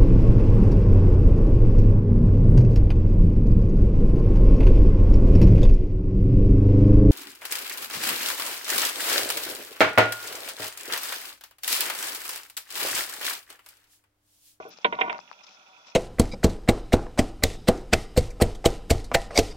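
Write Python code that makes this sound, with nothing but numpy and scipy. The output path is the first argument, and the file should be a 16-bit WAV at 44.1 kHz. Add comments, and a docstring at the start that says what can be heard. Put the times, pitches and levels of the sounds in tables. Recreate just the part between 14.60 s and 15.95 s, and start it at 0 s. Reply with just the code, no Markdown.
"""A wooden pole knocks and bounces against a canoe's hull: short forces excite decaying modes of both. Far out
on the river a small single-cylinder motor putters: puffs of noise ring its casing. Close to the two microphone
ports, mostly left, cloth rustles and ticks: grainy noise and brief rings. A smooth hiss of shaped noise and a
faint bass rumble of the rocking hull lie underneath."""
import sys
import numpy as np
from scipy import signal
from scipy.fft import rfft, irfft
from scipy.io import wavfile
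from scipy.ndimage import uniform_filter1d

SR = 44100
rng = np.random.default_rng(int(sys.argv[2]) if len(sys.argv) > 2 else 0)


def generate_wav(signal):
    """Clip the signal to [-1, 1] and save it as 16-bit WAV at the path in sys.argv[1]."""
    frames = np.transpose(np.atleast_2d(signal))
    scaled = np.clip(frames, -1, 1) * 32767
    pcm = np.round(scaled).astype(np.int16)
    wavfile.write(sys.argv[1], SR, pcm)


def to_linear_factor(level_db):
    """Convert decibel levels (scalar or array-like) to linear amplitude factors."""
    exponent = np.asarray(level_db, float) / 20
    return 10 ** exponent


N = 59535  # samples


def noise():
    """White noise: equal mean power at every frequency, unit variance."""
    return rng.standard_normal(N)


def partly_shared_noise(independent, length=N):
    """Partial coherence: both ports share one noise and each adds its own."""
    return rng.standard_normal(length) + independent * rng.standard_normal((2, length))


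def band(x, hz, width):
    """Resonant filtering: a two-pole band-pass with gain 1 at the centre."""
    return signal.lfilter(*signal.iirpeak(hz, hz / width, SR), x)


def double_band(x, hz, width1, width2):
    """Cascaded resonance: two band-passes at one centre give steeper skirts."""
    return band(band(x, hz, width1), hz, width2)


def ring(x, hz, t60):
    """Modal decay: a unit impulse starts one damped sinusoid of amplitude 1."""
    r, w = np.exp(-np.log(1000) / (t60 * SR)), 2 * np.pi * hz / SR
    return signal.lfilter([0, r * np.sin(w)], [1, -2 * r * np.cos(w), r * r], x)


def pan(x, db):
    """Interchannel level difference: left minus right in dB, split evenly."""
    return x * to_linear_factor(np.array([[db], [-db]]) / 2)


def fade(t0, t60):
    """Exponential decay: an envelope that jumps to 1 at t0 and falls 60 dB in t60 s."""
    t = np.arange(N) / SR - t0
    return (t >= 0) * np.exp(-np.log(1000) * np.maximum(t, 0) / t60)


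def curve(x, rows, log=False):
    """Piecewise-linear interpolation of a two-column table, over log of column 1 if asked."""
    r = np.array(rows, float)
    return np.interp(x, np.log(r[:, 0]) if log else r[:, 0], r[:, 1])


def push(t0, ms):
    """Contact force: a bell of unit area centred on t0; a longer push is duller."""
    p = np.exp(-((np.arange(N) / SR - t0) * 1000 / ms) ** 2 * 2)
    return p / p.sum()


# spectral density of the background hiss at each port; columns: frequency_hz, density_db_per_hz
HISS_LEFT_SPECTRUM = [(30, -114), (100, -109), (220, -99), (350, -103), (800, -100), (1900, -106),
                      (3000, -100), (4500, -100), (5600, -91.5), (6500, -101), (7400, -112), (8000, -128),
                      (9700, -117), (13500, -126), (15200, -114)]
HISS_RIGHT_SPECTRUM = [(30, -116), (100, -112), (220, -103), (350, -105), (800, -101), (1900, -105),
                       (3000, -99), (4200, -100), (5200, -107), (6500, -107), (7400, -116), (8000, -128),
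                       (9700, -118), (13500, -126), (15200, -115)]
ALIKE_HZ = 700  # well below this both ports hear nearly the same hiss


def hiss():
    """Partial coherence: hiss is common to the ports at low frequency, independent at high."""
    f = np.maximum(np.fft.rfftfreq(N, 1 / SR), 1)
    same = 1 / (1 + (f / ALIKE_HZ) ** 2)  # share of power in common
    common = rfft(noise())
    ports = []
    for spectrum in (HISS_LEFT_SPECTRUM, HISS_RIGHT_SPECTRUM):
        colour = to_linear_factor(curve(np.log(f), spectrum, log=True)) * np.sqrt(SR / 2)
        mixed = np.sqrt(same) * common + np.sqrt(1 - same) * rfft(noise())
        ports.append(irfft(colour * mixed, N))
    return np.array(ports)


# loudness contour of the rocking boat's low rumble; columns: time_s, level_db
RUMBLE_LEVELS = [(0, -58), (.12, -107), (.24, -94), (.3, -69), (0.442, -68.5), (0.538, -73), (.6, -92)]


def rumble():
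    """Narrow-band noise: faint bass, independent at the ports, while the hull rocks."""
    low = double_band(rng.standard_normal((2, N)), 54, 52, 52) * np.sqrt(SR / 90)
    return low * to_linear_factor(curve(np.arange(N) / SR, RUMBLE_LEVELS))


# puffs in one motor cycle; columns: share_of_cycle, level_db
STROKE_PUFFS = [(0, 3.5), (0.221, 1), (0.518, -1), (0.781, 3.5)]
# resonances of the motor casing; columns: frequency_hz, first_filter_width_hz, level_db, left_minus_right_db
CASING_MODES = [(537, 190, -11.5, 4), (856, 55, -3.5, -2.5), (1350, 168, -4, -9.5), (2515, 300, 1.5, -14.5),
                (3440, 240, -4.5, -10.5)]
CASING_GATES = (0.079, 0.9, 0.083, 1.0, 0.39)  # how far each resonance follows the puffs, 0 to 1
FIRING_HZ, FIRING_S = 10.6, 0.982  # firings per second, time of one firing
PUFF_T60_S, PUFF_SCATTER_DB, PUFF_SCATTER_S = 0.033, 4.5, 0.0059  # scatters are standard deviations
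CASING_DB, THUD_DB, TAP_DB, TAP_HZ = -66, -44, -54, 7200


def motor():
    """Amplitude modulation: four noise puffs a cycle ring the casing; firings add a thud and a thin tap."""
    puffs, fires = 0.25, 0
    for k in range(-11, 5):
        scatter, s = rng.standard_normal((4, 2)), FIRING_S + k / FIRING_HZ
        fires = fires + fade(s, 0.13)
        for (share, db), (louder, later) in zip(STROKE_PUFFS, scatter):
            start = s + share / FIRING_HZ + PUFF_SCATTER_S * later
            puffs = puffs + to_linear_factor(db + PUFF_SCATTER_DB * louder) * fade(start, PUFF_T60_S)
    puffs = uniform_filter1d(puffs, size=130)  # 3 ms smoothing
    out = np.zeros((2, N))
    for (hz, width, db, lr), gate in zip(CASING_MODES, CASING_GATES):
        breath = partly_shared_noise(hz / 4000) * (1 + gate * (puffs - 1))
        mode = double_band(breath, hz, width, width * 2) * np.sqrt(SR / width)
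        out += pan(mode, lr) * to_linear_factor(db + CASING_DB)
    thud = band(noise() * uniform_filter1d(fires, size=600), 170, 140)
    tap = double_band(noise() * fires, TAP_HZ, 1200, 1200)
    out += pan(thud, 6.7) * to_linear_factor(THUD_DB) + pan(tap, 2.5) * to_linear_factor(TAP_DB)
    out[0] = np.roll(out[0], 9)  # reaches the left port 9 samples later
    return out


# thin high ticks; columns: start_s, level_db, t60_s
THIN_TICKS = [(0.083, -66, .05), (0.0928, -55, .003), (0.0928, -58, 0.0044), (0.104, -63.5, 0.005)]


def thin_ticks():
    """Band-limited bursts: decaying noise confined to 10.3-15.6 kHz, strongly to the left."""
    thin = sum(to_linear_factor(db) * fade(s, t60) for s, db, t60 in THIN_TICKS) * noise()
    treble = signal.butter(6, (10300, 15600), "band", fs=SR, output="sos")
    return pan(signal.sosfilt(treble, thin), 36)


# strokes of the cloth; columns: start_s, length_s, scratch_level_db, body_level_db
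CLOTH_STROKES = [(0.1043, 0.048, -47, -47.5), (0.17, 0.024, -47, -55.5), (0.214, 0.012, -59, -51.5),
                 (0.397, 0.027, -60, -48), (0.597, 0.011, -70, -48.5), (0.8334, 0.019, -47.5, -48.5),
                 (0.866, 0.02, -42, -54.5), (0.89, 0.087, -46, -53), (1.253, 0.075, -77, -49.5)]
# colour of the cloth; columns: frequency_hz, first_filter_width_hz, level_db, left_minus_right_db
CLOTH_BANDS = [(1000, 940, -7.5, 11.5), (2650, 970, -5, 0), (3800, 810, -2, 3), (5367, 840, -3, 19),
               (6440, 770, -18.5, -2.5)]


def rustles():
    """Frictional noise: random grain roughens each stroke's scratch and body, then bands colour it."""
    t, env = np.arange(N) / SR, 0
    for s, length, scratch_db, body_db in CLOTH_STROKES:
        body = np.clip(np.minimum(t - s, s + length - t) / length * 3, 0, 1)
        env = env + to_linear_factor(scratch_db) * fade(s, 0.045) + to_linear_factor(body_db) * body
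    grain = to_linear_factor(1.9 * uniform_filter1d(noise(), size=80) * np.sqrt(80))  # 1.9 dB scatter
    out = np.zeros((2, N))
    for hz, width, db, lr in CLOTH_BANDS:
        rough = env * grain * partly_shared_noise(1.52)
        out += pan(double_band(rough, hz, width, width * 2), lr) * to_linear_factor(db)
    return out


# ticks of the cloth; columns: start_s, dull_hz, dull_level_db, sharp_level_db, left_minus_right_db
CLOTH_TICKS = [(0.186, 523, -38.5, -35, 19), (0.353, 3940, -37, -84.5, -37), (0.528, 880, -22, -30, 22),
               (.581, 2000, -52, -36, 27), (0.59, 884, -28.5, -48.5, 22.5), (.691, 1880, -39.5, -73, -3),
               (0.7138, 1000, -29, -39, 21.5), (0.728, 1000, -43.5, -37.5, 23), (0.909, 3300, -40, -43, 16)]
SHARP_HZ = 4940


def ticks():
    """Impulse response: brief pushes ring a dull mode, differentiated, and a sharp mode."""
    out = np.zeros((2, N))
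    for s, hz, dull_db, sharp_db, lr in CLOTH_TICKS:
        slope = np.gradient(ring(push(s + 0.0004, 0.14), hz, 0.0054)) * SR / (2 * np.pi * hz)
        dull = band(slope, hz, hz * 3.1)
        sharp = ring(push(s + 0.00092, 0.07), SHARP_HZ, 0.0019)
        out += pan(to_linear_factor(dull_db) * dull + to_linear_factor(sharp_db) * sharp, lr)
    return out


# knocks of pole on hull; columns: start_s, hull_db, note_db, clack_db, push_ms, chatter_t60_ms
KNOCK_EVENTS = [(.0005, -28, -71, -60, 0.33, 16), (.051, -32, -45, -62, 0.37, 137),
                (0.2449, -25, -52, -16.5, 0.052, 33), (0.2465, -12.5, -39, -22, 0.21, 15),
                (0.2506, -14.5, -11, -22.5, 0.05, 22.3), (0.3243, -24, -7.5, -24, 0.16, 57),
                (0.3873, -28.5, -9.5, -36.5, 0.067, 84), (0.4102, -18, -15, -17, 0.14, 6.7),
                (0.414, -18, -14, -12, .15, 9.8), (.436, -28, -15, -27, 0.31, 62),
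                (0.479, -26.5, -24, -29.5, 0.2, 40), (0.4958, -32.5, -10.5, -15, 0.19, 4.1),
                (.503, -31.5, -20, -34.5, 0.11, 52), (.545, -32.5, -37, -29, 0.22, 9.7)]
CHATTER_DB = -5  # rough contact that follows each push


def knock_forces():
    """Impact excitation: a smooth push and rough chatter; rows drive the hull, the note and the clack."""
    forces = 0
    for s, *dbs, ms, t60_ms in KNOCK_EVENTS:
        soft = push(0.002, ms)[:177]  # gives the chatter the push's dullness
        chatter_env = fade(s, t60_ms / 1000) - fade(s, 0.01)
        rough = np.convolve(chatter_env * noise(), soft, "same")
        rough *= np.linalg.norm(soft) / np.linalg.norm(rough)
        force = push(s + ms / 1000, ms) + to_linear_factor(CHATTER_DB) * np.sqrt(t60_ms / 20) * rough
        forces = forces + to_linear_factor(np.array(dbs))[:, None] * force
    return forces


# contour of the pole dragging on the wood between knocks; columns: time_s, level_db
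DRAG_LEVELS = [(.03, -43.5), (.08, -71), (.11, -80), (.3, -45.5), (.36, -37.5), (.43, -32), (.5, -33.5),
               (.55, -36.5), (.6, -58.5)]


def drag_force():
    """Frictional excitation: sparse random impulses, band-limited, follow the drag contour."""
    grains = noise() * (rng.random(N) < 0.02)
    return to_linear_factor(curve(np.arange(N) / SR, DRAG_LEVELS)) * band(band(grains, 1270, 1100), 580, 2500)


# dense small modes of the planks; columns: frequency_hz, level_db, t60_s
PLANK_BANDS = [(151, -28.5, 0.47), (296, -28, 0.046), (490, -25.5, 0.17), (2354, -11, 0.073),
               (3600, -11, 0.0143)]
PLANK_PAN_DB = -3  # left minus right, per octave above 700 Hz


def planks(forces):
    """High modal density: many small modes act as decaying noise, convolved with the knock force."""
    u, out = np.arange(SR // 5) / SR, np.zeros((2, N))
    for hz, db, t60 in PLANK_BANDS:
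        wood = partly_shared_noise(min(hz / 2500, 1), len(u))
        tail = double_band(wood, hz, hz * 1.02, hz * 1.02) * np.sqrt(SR / hz)
        tail = tail * np.exp(-np.log(1000) * u / t60)
        force = forces[2 if hz > 2000 else 0]  # clack above 2 kHz, hull below
        answer = signal.fftconvolve(force[None], tail, axes=1)[:, :N]
        out += pan(answer, PLANK_PAN_DB * np.log2(hz / 700)) * to_linear_factor(db)
    return out


# ring of the hull; columns: frequency_hz, level_db, t60_s, left_minus_right_db
HULL_MODES = [(320, -22.5, 0.14, -1.5), (442.5, -6, 0.033, 1), (592, -17.5, 0.16, 0),
              (638, -12.5, 0.089, 11), (758.4, -13, 0.13, 2), (1053, -3.5, 0.023, 0), (709, -5.5, 0.023, 2),
              (1146, -14, 0.1, 2), (1449, -11, 0.079, 10.5), (1442, 4, 0.026, 1)]
# low ring of the pole's length; columns: frequency_hz, level_db, t60_s, left_minus_right_db
NOTE_MODES = [(950, -13, 0.13, -1.5)]
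# clack of the pole's end; columns: frequency_hz, level_db, t60_s, left_minus_right_db
POLE_MODES = [(1818, -17, 0.051, -10), (2080, -10.5, 0.081, -9.5), (2308, -7.5, 0.052, -10),
              (2401, -4, 0.041, -14), (2692, -8, 0.053, -12), (3058, -8.5, 0.035, -14.5),
              (3260, -9.5, 0.026, -20), (3664, -9.5, 0.04, -19), (3840, -10.5, 0.037, -16.5)]
LAG_MS, EDGE_HZ = 0.28, 3480  # left port hears the boat later; the boat gives little above the edge


def boat():
    """Modal superposition: knocks excite hull, pole and planks; drag excites hull and pole only."""
    forces, drag = knock_forces(), drag_force()
    out = planks(forces)
    for force, rub, modes in ((forces[0], drag, HULL_MODES), (forces[1], drag, NOTE_MODES),
                              (forces[2], to_linear_factor(-3.0) * drag, POLE_MODES)):
        for k, (hz, db, t60, lr) in enumerate(modes):
            drive = force + rub * t60 * 10  # dragging feeds the lasting modes most
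            out += (-1) ** k * pan(ring(drive, hz, t60), lr) * to_linear_factor(db)  # successive rows alternate in sign
    out[0] = np.roll(out[0], round(LAG_MS * SR / 1000))
    return signal.sosfilt(signal.cheby1(4, 1, EDGE_HZ, fs=SR, output="sos"), out)


PORT_LOW_HZ, PORT_TOP_HZ = 188, 7470  # band that the microphone ports pass


def scene():
    """Linear superposition: the ports band-limit boat, motor and cloth; the other layers add directly."""
    low_cut = signal.butter(3, PORT_LOW_HZ, "high", fs=SR, output="sos")
    high_cut = signal.cheby1(8, 1, PORT_TOP_HZ, fs=SR, output="sos")
    through_ports = signal.sosfilt(np.r_[low_cut, high_cut], motor() + rustles() + ticks() + boat())
    return hiss() + rumble() + thin_ticks() + through_ports


def top_cut(x):
    """Nothing passes above the cut-off."""
    return signal.sosfilt(signal.butter(12, 15350, fs=SR, output="sos"), x)


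def record(dry):
    """Signal chain: the finished mix passes through one last stage."""
    return top_cut(dry)


dry = scene()
out = record(dry)
generate_wav(out)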